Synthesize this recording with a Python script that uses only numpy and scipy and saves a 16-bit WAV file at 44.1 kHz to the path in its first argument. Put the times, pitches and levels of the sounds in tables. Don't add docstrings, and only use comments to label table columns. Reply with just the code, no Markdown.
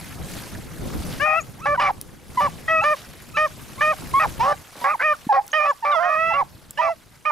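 import sys
import numpy as np
from scipy import signal
from scipy.fft import rfft, irfft, next_fast_len
from scipy.io import wavfile
from scipy.ndimage import uniform_filter1d, minimum_filter1d

SR = 44100
rng = np.random.default_rng(int(sys.argv[2]) if len(sys.argv) > 2 else 0)


def to_wav(s):
    ch = np.atleast_2d(s).T
    pcm = np.round(np.clip(ch, -1, 1) * 32767)
    wavfile.write(sys.argv[1], SR, pcm.astype(np.int16))


def boost(x):
    u = np.asarray(x, float) / 20
    return 10 ** u


N = 322371

# f/Hz, level/dB per Hz
WIND_COLOUR = [(12, -36), (20, -6), (125, 0), (332, -9.5), (374, -12), (536, -15), (782, -22), (1200, -28),
               (1560, -28), (2640, -120)]
# t/s, level/dB
WIND_FORCE = [(0, -41.5), (.2, -37.5), (.7, -40), (.85, -31.5), (1.1, -33.5), (1.46, -47.5), (1.79, -41),
              (2.25, -48), (2.42, -40), (2.8, -42.5), (2.9, -52), (4.45, -37), (4.72, -59), (5.2, -55),
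              (5.6, -61), (6.14, -55), (6.27, -45), (7.31, -62)]
# f/Hz, level/dB per Hz
RUSTLE_COLOUR = [(200, -6.5), (600, 0), (1500, -1), (3000, -5), (6000, -8), (8000, -10.5), (11500, -8),
                 (15500, -19.5)]
# t/s, level/dB
STEM_STIR = [(0, -48), (.2, -51.5), (.33, -44), (.7, -53.5), (.85, -48.5), (1.1, -46), (1.48, -56),
             (2.25, -59.5), (2.39, -50), (2.78, -56), (2.9, -51.5), (3.3, -55), (4.2, -46.5), (4.71, -55),
             (4.82, -47), (4.97, -54.5), (5.8, -58.5), (7.31, -61.5)]
# t/s, length/s, low f/Hz, high f/Hz, level/dB
SNORTS = [
    (0.099, 0.039, 1040, 2160, -43.5),
    (1.09, 0.11, 880, 5450, -44),
    (2.94, 0.072, 680, 5300, -42.5),
    (4.749, 0.13, 149, 1200, -43),
]

# t/s, f/Hz, effort level/dB
BAYS = [
    [(1.195, 522, -52), (1.225, 590, -26.5), (1.26, 617, -21), (1.34, 626.5, -20.5), (1.388, 675, -24),
     (1.42, 535, -56)],
    [(2.678, 622, -35.5), (2.71, 649, -24.5), (2.8, 631, -20), (2.82, 680, -32)],
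    [(5.53, 612.3, -27), (5.57, 627.6, -23.5), (5.6, 595, -23), (5.65, 611.5, -27), (5.69, 676, -39)],
    [(6.022, 596, -57), (6.05, 625, -28), (6.17, 626, -27), (6.21, 649.7, -26), (6.33, 664.6, -28),
     (6.375, 708, -36.5)],
    [(6.773, 569.5, -39), (6.8, 636.4, -28), (6.85, 659, -21), (6.92, 673, -20.5), (6.945, 590, -45.5)],
    [(4.993, 480, -45), (5.012, 530, -39), (5.03, 570, -30), (5.055, 628, -27), (5.09, 605, -25),
     (5.128, 600, -24), (5.143, 520, -44)],
    [(7.25, 520, -50), (7.256, 580, -35), (7.265, 615, -32), (7.285, 610, -30), (7.305, 595, -30),
     (7.345, 595, -30)],
]
BAY_OVERTONES = (-2, 0.1, -6, -7.5, -26.5)
# brightness at start, end/dB per overtone, second overtone/dB, top overtones/dB,
# left minus right/dB
BAY_JAWS = [(1.5, .9, .5, -2.5, 6.5), (.6, .6, .3, -6, 1.5), (.9, .9, .3, .3, -5.5), (0, 2.6, 1.2, -3, -5),
            (.3, -7, -11, .3, -3.5), (.9, .9, 3, -2.5, -1.3), (1.5, -1.5, 8, 3, -6.5)]
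# third at start, end/dB, fourth at start, end/dB, first gape/0-1
BAY_TONES = [(-1.5, -4, 3, 3, .9), (3, -8, .3, 6, .7), (.3, -6, 4, 2.5, .9), (.3, .3, -1.5, .3, .7),
             (-3, -4, -3, -4, .9), (11, -2.5, 9, -6, .1), (-5, -7, 5, -2.5, .1)]
# from t/s, to t/s, f/Hz, level/dB, hoarseness level/dB
RATTLES = [(1.249, 1.373, 790, -6, -50), (1.645, 1.688, 842, -9, -34), (1.802, 1.92, 780, -5.5, -12.5),
           (2.393, 2.49, 770, -18, -21), (4.208, 4.266, 800, -6, -14.5), (4.425, 4.54, 785, -7, -14),
           (4.841, 4.93, 770, -8, -20), (5.338, 5.41, 780, -3, -20), (5.598, 5.68, 770, -9, -19.5),
           (5.846, 5.92, 780, -12, -24), (5.987, 6.162, 815, -29, -21.5), (6.358, 6.441, 790, -13, -39),
           (6.811, 6.924, 790, -9.5, -24), (4.995, 5.038, 860, -4, -5), (7.296, 7.34, 880, -2, -20)]
# pitch share at the end, sideband level/dB
RATTLE_DRIFTS = [(1.01, .3), (1.01, .3), (1.01, 3), (1.01, .3), (1.01, .3), (1.01, -6), (1.12, 5),
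                 (1.01, .3), (1.01, .3), (1.01, .3), (1.01, .3), (1.01, .3), (1.01, .3), (1.05, 6),
                 (1.01, .3)]
# f/Hz, level/dB
UPPER_THROAT = [(2800, -15), (3700, -27), (4300, -32), (4900, -25), (5500, -26), (6500, -33), (8000, -46.5),
                (10000, -42.5), (13000, -76)]
# f/Hz, left lead/rad
SIDE_LEAD = [(100, 5), (600, 0.86), (1200, 0.7), (2500, 0.67), (5400, 0.25), (11000, -0.5)]

# t/s, length/s, start f/Hz, end f/Hz, level/dB
SQUEAKS = [
    (1.404, 0.025, 6460, 7030, -38.5),
    (2.633, 0.049, 7000, 7000, -56),
    (5.515, 0.015, 6400, 6500, -42),
    (5.688, 0.036, 6270, 7200, -50.5),
]
# t/s, peak level/dB, f/Hz
SNAPS = [
    (1.4562, -46, 7030),
    (2.0122, -19.5, 10050),
    (3.2226, -38, 11400),
    (4.2961, -36, 10300),
    (5.465, -34, 11800),
    (5.4782, -28.5, 5930),
    (6.707, -24, 7660),
]

# t/s, f/Hz, effort level/dB
WAILS = [
    [(1.575, 650, -56), (1.6, 952, -50), (1.625, 1300, -41)],
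    [(5.365, 770, -26), (5.39, 798, -13.5), (5.43, 880, -53)],
    [(5.912, 800, -50), (5.932, 705, -33), (5.955, 688, -27), (5.975, 640, -24), (5.995, 640, -26),
     (6.003, 688, -30), (6.07, 720, -31), (6.105, 668, -46)],
    [(5.98, 460, -34), (6.005, 516, -34), (6.05, 524, -27), (6.11, 587, -28), (6.15, 593, -28),
     (6.175, 490, -45)],
    [(4.393, 490, -42), (4.401, 430, -32), (4.408, 450, -20), (4.435, 505, -23), (4.46, 552, -24),
     (4.5, 578, -24), (4.526, 600, -22), (4.534, 600, -42)],
]
# overtones 1 to 5/dB, brightness at start and end/dB per overtone, left minus right/dB
WAIL_THROATS = [((0, -7, -25, -40, -45), (-1.1, 1.1), -1.3), ((3, -36, -30, -60, -57), (-2.1, -1), -2.1),
                ((-3, .3, -8, -17, -14), (3, -18), -8.5), ((-13.5, 1, -9, -17, -33), (.1, 1.1), -6),
                ((-6, 1.5, -15, -22, -16), (.6, -5), -1.5)]
WAIL_TONES = [(.3, .3, .3, .3, .1), (.3, .3, .3, .3, .1), (.3, .3, .3, .3, .1), (.3, .3, .3, .3, .1),
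              (-10, 16, 3, -10, .1)]

# t/s, length/s, first f/Hz, last f/Hz, level/dB
WHINES = [
    (1.615, 0.044, 1320, 1320, -36.5),
    (2.812, 0.033, 1364, 1295, -29),
    (3.338, 0.032, 1340, 1306, -31.5),
    (3.775, 0.043, 1110, 1280, -37),
]
# (release/s, pitch share, level/dB)
WHINE_RULE = (.018, 0.88, -12), (0.0028, .99, -1.5)
# overtones 1 to 5/dB, brightness at start and end/dB per overtone
WHINE_THROAT = (0.6, -3, -17.5, -27, -23), (-2.5, .3)
# swell/dB, extra brightness/dB per overtone, top overtones/dB
WHINE_THROWS = [(8, -2.5, .3), (.3, -1.5, 9), (8.3, .3, 0.4), (2.7, -2.5, .3)]

# t/s, length/s, first held f/Hz, last held f/Hz, level/dB
BARKS = [
    (1.655, 0.11, 579, 588, -22.5),
    (2.836, .119, 599, 609.5, -20),
    (3.368, 0.11, 610, 618, -20.5),
    (3.808, .13, 606, 624.5, -20),
]
BARK_RULE = (.02, .945, -2.5), (0.022, 0.81, -17)
BARK_THROAT = (-6.5, -1.7, -8.5, -11.5, -27.5), (1.6, -2.4)
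BARK_THROWS = [(1.5, -1.5, -6, -9), (1, -0.4, -1.5, -3), (-0.5, 0.5, -.5, .3), (1, 0.9, -3, 3)]
BARK_TONES = [(.3, .3, .3, .3, .1), (.3, .3, .3, .3, .1), (.6, 1.5, 1.5, -3, .1), (1.2, -3, 1.5, .3, .1)]
# t/s, left minus right level/dB
DEEP_TRACK = [(1.6, -1), (2.82, -1), (5, -1.3)]

# t/s, length/s, first held f/Hz, last held f/Hz, level/dB
CHOPS = [
    (1.745, 0.024, 761, 742, -31),
    (1.795, .12, 588, 569.6, -25),
    (2.403, 0.09, 585, 578, -23),
    (4.195, 0.071, 640, 584, -23.5),
    (4.84, .12, 559, 632, -24.5),
    (5.322, 0.094, 553, 530, -22.5),
    (5.597, 0.14, 597, 568, -25.5),
    (5.847, 0.12, 583.6, 585, -22.5),
    (6.335, 0.099, 565, 568, -23),
    (6.81, 0.1, 614, 558, -27.5),
]
CHOP_RULE = (0.0246, 0.96, -2), (.028, .62, -11.5)
CHOP_THROAT = (-7.5, 2, -14, -14.5, -35), (-0.58, 0.99)
CHOP_THROWS = [(3, -2.5, .3, -9), (-1.5, 2.5, 7, 9), (3, -1, 11, -12), (-1.5, 1.5, -3, 12),
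               (-7, 1.5, -18, 13), (-8, -3, -8, 0), (11, .3, 3, -18), (4, -2.2, -12, -9), (8, -1.2, -5, .3),
               (-1, 1.5, -1.5, .3)]
CHOP_TONES = [(.3, -3, -3, -3, .1), (.3, -3, 3, .3, .3), (.3, -3, .3, .3, .1), (6, 6, 6, 3, .1),
              (2.5, -13, -1.5, .3, .1), (-2, 6, -6, 10, .1), (-2, 4, .3, -18, .1), (-2.5, -9, 13, -18, .1),
              (-5, -13, 4, -14, .1), (-4, -4, .3, .3, .1)]
# t/s, length/s, first f/Hz, last f/Hz,
# level/dB
YELPS = [(1.774, 0.027, 985, 965, -21), (2.371, .04, 1031, 944, -19.5), (4.136, 0.06, 1065, 1128, -17.5),
         (4.813, 0.041, 983, 910, -35.5), (5.29, 0.044, 888, 764, -15.5), (5.823, 0.027, 940, 874, -27),
         (6.3, 0.032, 930, 800, -26.5), (6.786, .028, 972, 970, -18.5), (4.524, 0.024, 790, 770, -36),
         (2.812, .024, 800, 880, -27), (5.133, .024, 1520, 1150, -37), (3.929, .017, 800, 730, -35)]
YELP_RULE = (.008, .92, -9), (0.0039, 0.97, 2)
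YELP_THROAT = (1, -17.5, -29, -43, -40), (-1.6, 1.9)
YELP_THROWS = [(4, .3, -6), (-2, 0.7, -3), (-1, -.5, -3), (-2, 4, .3), (3, -5, -9), (6, 1, .3), (6, 0, -6),
               (3, 0.5, -3), (-6, 6, -6), (3, -4, -6), (-7, -4, -6), (-4, 5, -12)]
# t/s, left minus right level/dB
HOARSE_TRACK = [(1.7, -1), (4.2, -1), (4.9, -2.8), (5.6, -1), (6.8, -5.5), (7.3, -6.5)]

# t/s, peak level/dB, f/Hz
KNOCK = (5.271, -21, 230)


def evened(x):
    return x / np.sqrt(np.mean(x ** 2) + 1e-20)


def read(points, hz):
    f, value = np.transpose(points)
    return np.interp(np.log(hz + 1), np.log(f + 1), value)


def follow(points, t):
    return np.interp(t, *np.transpose(points))


def add(mix, s, sound):
    part = mix[:, round(s * SR):][:, :sound.shape[1]]
    part += sound[:, :part.shape[1]]


def band(x, low_hz, high_hz):
    sos = signal.butter(3, [low_hz, high_hz], "band", fs=SR, output="sos")
    return evened(signal.sosfilt(sos, x))


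def hiss(n, low_hz, high_hz):
    return band(rng.standard_normal(n), low_hz, high_hz)


def wander(n, hz):
    b, a = signal.butter(2, hz, fs=SR)
    return evened(signal.lfilter(b, a, rng.standard_normal(n + 2000))[2000:])


def glide(t, hz, rate):
    return 2 * np.pi * np.cumsum(hz * (1 + rate)) / SR


def noise(spectrum, same, patchy_db, gusty_db, size):
    frames, hz = 4 * N // size + 5, np.fft.rfftfreq(size, 1 / SR)
    a, b, c, d, patches = rng.standard_normal((frames, len(hz), 5)).T
    patches = uniform_filter1d(patches, 6, 0)
    patches = evened(uniform_filter1d(patches, 8, 1))
    gusts = evened(uniform_filter1d(rng.standard_normal(frames), 4))
    same = np.clip(read(same, hz), 0, 1)[:, None]
    left = a + 1j * b
    right = same * left + np.sqrt(1 - same ** 2) * (c + 1j * d)
    level_db = read(spectrum, hz)[:, None] + patchy_db * patches + gusty_db * gusts
    z = np.array([left, right]) * boost(level_db)
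    return evened(signal.istft(z, nperseg=size, noverlap=3 * size // 4)[1][:, :N])


def wind():
    likeness = [(25, 0.75), (70, 0.23), (200, 0.33)]
    buffet = noise(WIND_COLOUR, likeness, patchy_db=1.5, gusty_db=2.5, size=1024)
    force_db = follow(WIND_FORCE, np.arange(N) / SR) + 3.0
    return buffet * boost(force_db + np.array([[.7], [-.7]]))


def brush():
    likeness = [(600, 0.82), (9000, 0.65), (12000, 0.88)]
    rustle = noise(RUSTLE_COLOUR, likeness, patchy_db=3.0, gusty_db=1.2, size=256)
    struck = rng.random(N) < 400. / SR
    force = boost(2.0 * np.minimum(rng.exponential(1, N), 4))
    ticks = struck * force * rng.choice([-1., 1.], N)
    crackle = band(ticks, 1540.0, 10900.0)
    return (rustle + 0.3 * crackle) * boost(follow(STEM_STIR, np.arange(N) / SR) + 7.0)


def snorts():
    out = np.zeros((1, N))
    for s, length, low_hz, high_hz, db in SNORTS:
        u = np.arange(0, 1, 1 / (length * SR))
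        throb = np.sqrt(np.sin(np.pi * u)) * boost(3.1 * wander(len(u), 65.0))
        add(out, s, (boost(db) * throb * hiss(len(u), low_hz, high_hz))[None])
    return out


def second_vibration(s, starts, t, catch):
    hz, sides_db = 860., 0
    strength = boost(-36.0) + boost(-8.5) * catch
    hoarse = boost(-39.5) + boost(-11.0) * catch
    for (t0, t1, rattle_hz, rattle_db, hoarse_db), (drift, lines_db) in zip(RATTLES, RATTLE_DRIFTS):
        if s[0] == starts[np.argmin(abs(starts - t0))]:
            on = np.clip(np.minimum(t - t0, t1 - t) / 0.012, 0, 1)
            progress = np.clip((t - t0) / (t1 - t0), 0, 1)
            hz, sides_db = rattle_hz * drift ** (progress ** 2), lines_db
            strength = strength + on * boost(rattle_db)
            hoarse = hoarse + on * boost(hoarse_db)
    return hz, strength, hoarse, sides_db


def throat_db(voice, mouth, balance, s, t, hz, chest_voice, catch):
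    k = np.arange(1, 20)[:, None]
    low = k[:5]
    strongest = np.argmax(voice[:5]) + 1
    progress = (t - s[0]) / (s[-1] - s[0])
    bright_db = 1.16 * catch + mouth[0] + (mouth[1] - mouth[0]) * progress ** 1.1
    low_db = np.array(voice[:5])[:, None] + (low - strongest) * bright_db
    third_start, third_end, fourth_start, fourth_end, gape = balance
    late = progress ** 1.6
    odd_db = third_start + (third_end - third_start) * late
    fourth_db = fourth_start + (fourth_end - fourth_start) * late
    low_db += np.array([.6 * np.minimum(odd_db, 0), 0 * t, odd_db, fourth_db, .4 * odd_db])
    gape_db = np.array([0, 0, 8, -7, 20])[:, None]
    low_db += gape * gape_db * np.exp(-((t - s[0]) / .045) ** 3)
    low_db -= 0.18 * np.maximum(540. - low * hz, 0)
    opening = np.exp(-((t - s[0]) / 0.028) ** 2) * chest_voice
    low_db += opening * sum(5.2 / (1 + ((low * hz - f) / 230.0) ** 2) for f in (1680., 2950.))
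    sag = np.maximum(abs(np.median(hz) / hz - 1) - .05, 0) * (t > s.mean())
    low_db -= 45 * sag * np.maximum(low - strongest, 0)
    high_db = read(UPPER_THROAT, k[5:] * hz) + 0.4 * (low_db[4] + 5.5) - 60 * sag
    return np.r_[low_db, high_db]


def rattle_lines(beat, phase, strength, sides_db):
    lines = [beat, beat + phase, beat + 2 * phase, beat + 3 * phase,
             3 * phase - beat, 4 * phase - beat, 5 * phase - beat]
    shares = [0.98, *boost(sides_db) * np.array([0.28, 0.21, 0.12, 0.28, 0.095, 0.23])]
    total = 0
    for line, share in zip(lines, shares):
        flutter = boost(3.9 * wander(len(phase), 54.0))
        total = total + share * flutter * np.cos(line + 2 * np.pi * rng.random())
    return strength * total


def throat_breath(hoarse, catch, grain):
    n = len(catch)
    leak = (boost(-53.0) + 0.14 * hoarse) * boost(4. * grain[0]) * hiss(n, 3600., 5600.)
    onset = boost(-15.5) * catch * hiss(n, 800., 3500.0)
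    rasp = boost(-17.) * hoarse * boost(4.6 * grain[1]) * hiss(n, 1500., 3400.)
    return leak + onset + rasp


def cry(rows, voice, mouth, balance, starts):
    s, hz, level_db = np.transpose(rows)
    t = np.arange(s[0], s[-1], 1 / SR)
    n = len(t)
    hz = uniform_filter1d(np.interp(t, s, hz), 300, mode="nearest")
    swell, dying = np.interp(t, s, boost(level_db)), boost(np.interp(t, s, level_db))
    level = np.where(t < s[1], swell, dying)
    chest_voice = np.median(hz) < 790
    catch = np.exp(-(t - s[0]) / .014) * chest_voice
    second_hz, strength, hoarse, sides_db = second_vibration(s, starts, t, catch)
    phase = glide(t, hz, (0.0033 + 0.058 * hoarse) * wander(n, 58.6))
    k = np.arange(1, 20)[:, None]
    colour_db = throat_db(voice, mouth, balance, s, t, hz, chest_voice, catch)
    flutter_db = (0.5 + 0.26 * k) * np.array([wander(n, 32.5) for _ in k])
    grain = np.array([wander(n, 220.0) for _ in range(5)])[(k[:, 0] - 1) % 5]
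    heights = boost(colour_db + flutter_db) * (1 + hoarse * np.sqrt(k) * grain)
    stack = (heights * np.cos(k * phase + 1.3 * k ** 2)).sum(0)
    beat = glide(t, second_hz, 0.0258 * wander(n, 49.0))
    rattle = rattle_lines(beat, phase, strength, sides_db)
    breath = throat_breath(hoarse, catch, grain)
    edge = np.clip(np.minimum(t - s[0], s[-1] - t) / 0.0044, 0, 1)
    sound = np.sqrt(2) * level * edge * (stack + rattle + breath)
    return sound * boost(np.array([[.5], [-.5]]) * voice[5])


def bays():
    out = []
    for rows, (*jaw, second_db, top_db, side_db), balance in zip(BAYS, BAY_JAWS, BAY_TONES):
        tones = np.add(BAY_OVERTONES, [0, second_db, 0, 0, top_db])
        out.append((rows, (*tones, side_db), jaw, balance))
    return out


def wails():
    return [(rows, (*tones, side_db), jaw, balance)
            for rows, (tones, jaw, side_db), balance in zip(WAILS, WAIL_THROATS, WAIL_TONES)]


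def by_rule(row, swell_db, tail_db, rule):
    start, length, first_hz, last_hz, db = row
    (rise, scoop, from_db), (fall, sag, to_db) = rule
    rise, fall = min(rise, .6 * length), min(fall, .3 * length)
    first_db, last_db = db - swell_db / 2, db + swell_db / 2
    return [(start, scoop * first_hz, first_db + from_db),
            (start + rise, first_hz, first_db),
            (start + length - fall, last_hz, last_db),
            (start + length, sag * last_hz, last_db + to_db + tail_db)]


def short_cries(table, throws, balances, rule, throat, track):
    tones, jaw = throat
    out = []
    for row, (swell_db, bright_db, top_db, *tail_db), balance in zip(table, throws, balances):
        voice = (*tones[:4], tones[4] + top_db, follow(track, row[0]))
        out.append((by_rule(row, swell_db, sum(tail_db), rule), voice, np.add(jaw, bright_db), balance))
    return out


def all_cries():
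    plain = [(0, 0, 0, 0, 0)] * 12
    return (bays() + wails()
            + short_cries(WHINES, WHINE_THROWS, plain, WHINE_RULE, WHINE_THROAT, DEEP_TRACK)
            + short_cries(BARKS, BARK_THROWS, BARK_TONES, BARK_RULE, BARK_THROAT, DEEP_TRACK)
            + short_cries(CHOPS, CHOP_THROWS, CHOP_TONES, CHOP_RULE, CHOP_THROAT, HOARSE_TRACK)
            + short_cries(YELPS, YELP_THROWS, plain, YELP_RULE, YELP_THROAT, HOARSE_TRACK))


def pack():
    out = np.zeros((2, N))
    cries = all_cries()
    starts = np.array([rows[0][0] for rows, *_ in cries])
    for rows, *throat in cries:
        add(out, rows[0][0], cry(rows, *throat, starts))
    t = np.arange(SR // 2) / SR
    tail = rng.standard_normal((2, len(t))) * boost(-60 * t / 0.24) * (t > .01)
    tail /= np.linalg.norm(tail[0])
    out = out + boost(-27.0) * signal.fftconvolve(out, tail, axes=1)[:, :N]
    size = next_fast_len(N)
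    turn = read(SIDE_LEAD, np.fft.rfftfreq(size, 1 / SR)) * np.array([[.5], [-.5]])
    return 1.302 * irfft(rfft(out, size) * np.exp(1j * turn), size)[:, :N]


def squeaks():
    out = np.zeros((1, N))
    for s, length, from_hz, to_hz, db in SQUEAKS:
        u = np.arange(0, 1, 1 / (length * SR))
        tone = np.sin(2 * np.pi * np.cumsum(from_hz + (to_hz - from_hz) * u) / SR)
        rough = boost(db + 6.1 * wander(len(u), 300.))
        add(out, s, (rough * np.sqrt(np.sin(np.pi * u)) * tone)[None])
    return out


def snaps():
    out, t = np.zeros((1, N)), np.arange(2000) / SR
    for s, db, hz in SNAPS:
        crack = boost(-60 * t / 0.0062) * np.sin(2 * np.pi * hz * t)
        decay = 0.62 * boost(-60 * t / 0.007) + 0.09 * boost(-60 * t / .055)
        scatter = np.diff(rng.standard_normal(len(t) + 1)) * decay
        add(out, s + 0.0011, (boost(db) * (crack + scatter))[None])
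    return out


def knock():
    out = np.zeros((1, N))
    s, db, hz = KNOCK
    u = np.arange(-400, 400) / SR
    thump = np.cos(2 * np.pi * hz * u) * np.exp(-(u / 0.0036) ** 2) * (u > -.75 / hz)
    add(out, s - 400 / SR, (boost(db) * thump)[None])
    return out


def scene():
    small = snorts() + squeaks() + snaps() + knock()
    return wind() + brush() + pack() + boost(np.array([[-.6], [.6]])) * small


def low_pass(x):
    return signal.sosfilt(signal.butter(12, 16490, fs=SR, output="sos"), x)


def record(dry):
    peak_db = 20 * np.log10(-minimum_filter1d(-abs(dry).max(0), 150) + 1e-6)
    fall = np.arange(N) * 240.0 / SR
    held_peak_db = np.maximum.accumulate(peak_db + fall) - fall
    over_db = np.maximum(held_peak_db + 10., 0)
    held = dry / boost(.75 * uniform_filter1d(over_db, 100))
    edge = signal.firwin(511, 15650, window=("kaiser", 9), fs=SR)
    mix = signal.oaconvolve(held, edge[None], "same")
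    return low_pass(mix)


dry = scene()
out = record(dry)
to_wav(out)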